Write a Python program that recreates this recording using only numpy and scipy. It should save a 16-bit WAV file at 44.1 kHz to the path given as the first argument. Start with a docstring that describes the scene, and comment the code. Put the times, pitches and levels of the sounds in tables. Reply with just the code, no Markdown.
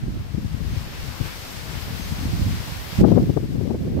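"""Wind in the treetops

A leafy hiss swells and holds steady, heard on a hand-held stereo microphone. Swirls of air rumble
on its left and right openings separately. At 3 s a hard gust hits them and drives the limiter.
After the gust the hiss is turned down and stays quieter. Far away, a small bird whistles thinly."""
import sys
import numpy as np
from scipy import signal
from scipy.fft import rfft, irfft
from scipy.io import wavfile
from scipy.ndimage import uniform_filter1d, minimum_filter1d, map_coordinates

SR = 44100
rng = np.random.default_rng(int(sys.argv[2]) if len(sys.argv) > 2 else 0)


def inscribe(sig):
    """Save sig as 16-bit PCM at rate SR to the path in sys.argv[1].

    A 1-D sig is mono; a 2-D sig holds one channel per row.
    Samples are clipped to [-1, 1] before scaling.
    """
    pcm = np.round(np.clip(np.atleast_2d(sig).T, -1, 1) * 32767)
    wavfile.write(sys.argv[1], SR, pcm.astype(np.int16))


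N = 4 * SR


def gain(db):
    """Turn decibels into a number to multiply by."""
    return 10 ** (np.asarray(db) / 20)


def curve(rows):
    """Join (time [s], value) points with straight lines."""
    return np.interp(np.arange(N) / SR, *np.array(rows).T)


def wander(hz):
    """Drift smoothly by about 1 either way, with hz random steps a second."""
    hold = max(int(SR / hz), 2)
    steps = rng.standard_normal(4096)[np.arange(N) // hold % 4096]
    return 1.3 * uniform_filter1d(uniform_filter1d(steps, hold), hold)


def noise(tone, size):
    """Noise of strength 1, shaped by (frequency [Hz], relative level [dB]) points."""
    hz, db = np.array(tone).T
    freqs = np.maximum(np.fft.rfftfreq(size, 1 / SR), 1)
    shape = gain(np.interp(np.log(freqs), np.log(hz), db))
    shaped = irfft(rfft(rng.standard_normal(size)) * shape, size)
    return shaped / shaped.std()


# how the rumble swells at each opening (time [s], level [dB])
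LEFT_RUMBLE = [(0, -29.5), (.3, -29.5), (.59, -26.5), (.625, -18.5), (.68, -25.5), (.78, -28), (.91, -37),
               (1.03, -28), (1.17, -34), (1.21, -26), (1.29, -33.5), (1.54, -39.5), (1.6, -31),
               (2.26, -23.5), (2.46, -26.5), (2.5, -17), (2.56, -29.5), (2.6, -21.5), (2.68, -39),
               (2.95, -40), (3.025, -7), (3.19, -8.5), (3.265, -24), (3.3, -14), (3.355, -24), (3.44, -22),
               (3.48, -28), (3.52, -20.5), (3.72, -22), (3.82, -29.5), (3.88, -23), (4, -26.5)]
RIGHT_RUMBLE = [(0, -33.5), (0.039, -26), (0.222, -29.5), (0.329, -44), (0.371, -29), (.61, -39.5),
                (.74, -24), (.78, -36), (.93, -31.5), (1.15, -45.5), (1.84, -41), (1.889, -25.5),
                (1.95, -40), (2.28, -23), (2.449, -17.5), (2.511, -26), (2.54, -20.5), (2.66, -37),
                (2.689, -27), (2.9, -33), (2.976, -27), (3.0, -4.5), (3.019, -7.5), (3.05, -27.5),
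                (3.13, -20), (3.231, -18.5), (3.321, -27.5), (3.67, -32.5), (3.719, -27), (4, -21.5)]
# how fast the air passes, before swells and thumps (time [s], relative speed [x])
AIR_FLOW = [(0, 0.99), (.45, 1), (.65, 0.86), (2.3, 0.95), (2.9, 0.77), (3.13, 1.5), (3.3, 1.22),
            (3.55, 1.417), (4, 1.6)]
# single hard swirls (time [s], left boost [dB], right boost [dB], speed rise [octaves])
THUMPS = [(0.039, 3, 9, 0.39), (0.083, 5, 7.5, 0.25), (.347, 12, -9, 0.12), (.385, 8.5, 1, 0.25),
          (0.457, 9, 8.5, 0.24), (0.544, 13, -4, 0.32), (0.771, 10, 0, 0.23), (1.206, 10.5, -4, 0.46),
          (1.26, 5, 5, 0.17), (1.736, 7, 8, 0.5), (2.121, 3, 3, 0.075), (2.425, 6.5, 4, 0.028),
          (2.78, 10, 1, 0.55), (3.012, 2, 3, .15), (3.046, 8, 8, .8), (3.179, 2, -9, .3),
          (3.222, -5, 4.5, 0.0039), (3.287, 2, 3, 0.19), (3.374, 10.5, 0.5, 1.145), (3.444, 5, 0.5, 0.24),
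          (3.607, 2.5, 0, 0.12), (3.665, 0, -5, 0.62), (3.708, 6, -9, 0.83), (3.75, 3, 2, .5),
          (3.994, -1, 1.5, 0.69)]
# tone of the swirls at speed 1 (frequency [Hz], relative level [dB])
SWIRL_TONE = [(10, -17.5), (40, -1), (65, 1), (110, 0), (200, -6.5), (300, -16), (450, -29.5), (700, -42),
              (1400, -63), (4000, -90)]
def wind_rumble(levels, side):
    """Swirls of air push on one opening (0 left, 1 right): faster air sounds louder and higher."""
    flutter_db, flutter_octaves = 2.14, .11
    thump_width_s, db_per_octave = .007, 45
    bass_cut_hz, bass_leak = 36.8, .037
    t = np.arange(N) / SR
    swell, flutter = curve(levels), wander(hz=109.6)
    db = swell + flutter_db * flutter
    octaves = (swell + 26) / db_per_octave + flutter_octaves * flutter
    for at, left_db, right_db, rise in THUMPS:
        thump = np.exp(-.5 * ((t - at) / thump_width_s) ** 2)
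        db += (left_db, right_db)[side] * thump
        octaves += rise * thump
    # faster air runs through the same swirls sooner, raising their pitch
    travelled = np.cumsum(curve(AIR_FLOW) * 2 ** octaves)
    swirls = noise(SWIRL_TONE, size=2 * N)
    pressure = map_coordinates(swirls, [travelled], mode="wrap") * gain(db)
    bass_cut = signal.butter(2, bass_cut_hz, "high", fs=SR, output="sos")
    trimmed = signal.sosfilt(bass_cut, pressure)
    return trimmed + bass_leak * (pressure - trimmed)


# the hiss swells, holds, then is turned down after the gust at 3 s (time [s], level [dB])
HISS_LEVEL = [(0, -43.5), (.48, -42), (.75, -37), (1.0, -35.3), (1.22, -34.5), (1.265, -32), (1.3, -34.5),
              (2.1, -33.5), (3.015, -34), (3.035, -42.5), (3.06, -38), (3.075, -37.5), (3.35, -43.5),
              (3.8, -45.5), (4, -46)]
# tone of the hiss on each side (frequency [Hz], relative level [dB])
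LEFT_HISS_TONE = [(40, 8), (200, 8), (450, 3), (750, 1.3), (1400, -0.4), (2200, -1), (3300, -3.5),
                  (5000, -4.5), (7000, -10.5), (9500, -17), (12500, -13), (15500, -16.5)]
RIGHT_HISS_TONE = [(40, 3), (200, -0.5), (450, -4), (750, -5.5), (1400, -8.5), (2200, -7.5), (3300, -10),
                   (5200, -11.5), (6900, -20), (8000, -16), (9700, -22), (12500, -16), (15500, -22.5)]
# how bright the hiss is (time [s], tilt around 2 kHz [dB per octave])
HISS_BRIGHTNESS = [(0, -0.8), (.6, -0.54), (1.3, 0.42), (3, 0.47), (4, 0.3)]
def leaf_hiss():
    """Countless distant leaves blend into a wide, flickering hiss that brightens as it swells."""
    right_db, flicker_db = -3, .8
    left = noise(LEFT_HISS_TONE, size=N)
    right = gain(right_db) * noise(RIGHT_HISS_TONE, size=N)
    spectrum = rfft(np.array([left, right]))
    freqs = np.clip(np.fft.rfftfreq(N, 1 / SR), 250, 16000)
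    octaves = np.log2(freqs / 2000)
    level, brightness = curve(HISS_LEVEL), curve(HISS_BRIGHTNESS)
    hiss = 0
    for centre in range(-3, 4):  # seven bands an octave apart, each with its own flicker
        band = irfft(spectrum * np.maximum(1 - abs(octaves - centre), 0), N)
        hiss += band * gain(level + centre * brightness + flicker_db * wander(hz=20))
    return hiss


# the bird's notes (start time [s], length [s], level [dB])
BIRD_NOTES = [(.685, 0.09, -55), (1.984, 0.091, -48.5), (2.099, 0.097, -52), (2.19, 0.074, -52.5)]
def bird_whistles():
    """A small bird whistles thin notes on one slightly wavering pitch, each fading in and out."""
    pitch_hz, waver = 6274, .00126
    t = np.arange(N) / SR
    loudness = 0
    for at, length, db in BIRD_NOTES:
        progress = np.clip((t - at) / length, 0, 1)
        loudness += gain(db) * np.sin(np.pi * progress)
    hz = pitch_hz * (1 + waver * wander(hz=60))
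    return loudness * np.sin(2 * np.pi * np.cumsum(hz) / SR)


def scene():
    """Wind on the microphone, with leaves and a bird in the distance."""
    rumble = np.array([wind_rumble(LEFT_RUMBLE, side=0), wind_rumble(RIGHT_RUMBLE, side=1)])
    return rumble + leaf_hiss() + bird_whistles()


def record(dry):
    """A fast limiter turns both sides down on the loudest peaks; the highest treble is cut."""
    limit, recovery_s, top_hz = .96, .025, 15550
    excess = np.log(np.maximum(abs(dry).max(axis=0) / limit, 1))
    held = -minimum_filter1d(-excess, size=129)  # largest excess within about 3 ms
    fade = np.exp(-np.arange(N) / SR / recovery_s)
    easing_off = np.maximum.accumulate(held / fade) * fade  # let go gradually after each peak
    turn_down = uniform_filter1d(easing_off, size=129)
    treble_cut = signal.ellip(10, .1, 80, top_hz, fs=SR, output="sos")
    return signal.sosfilt(treble_cut, dry * np.exp(-turn_down))


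dry = scene()
out = record(dry)
inscribe(out)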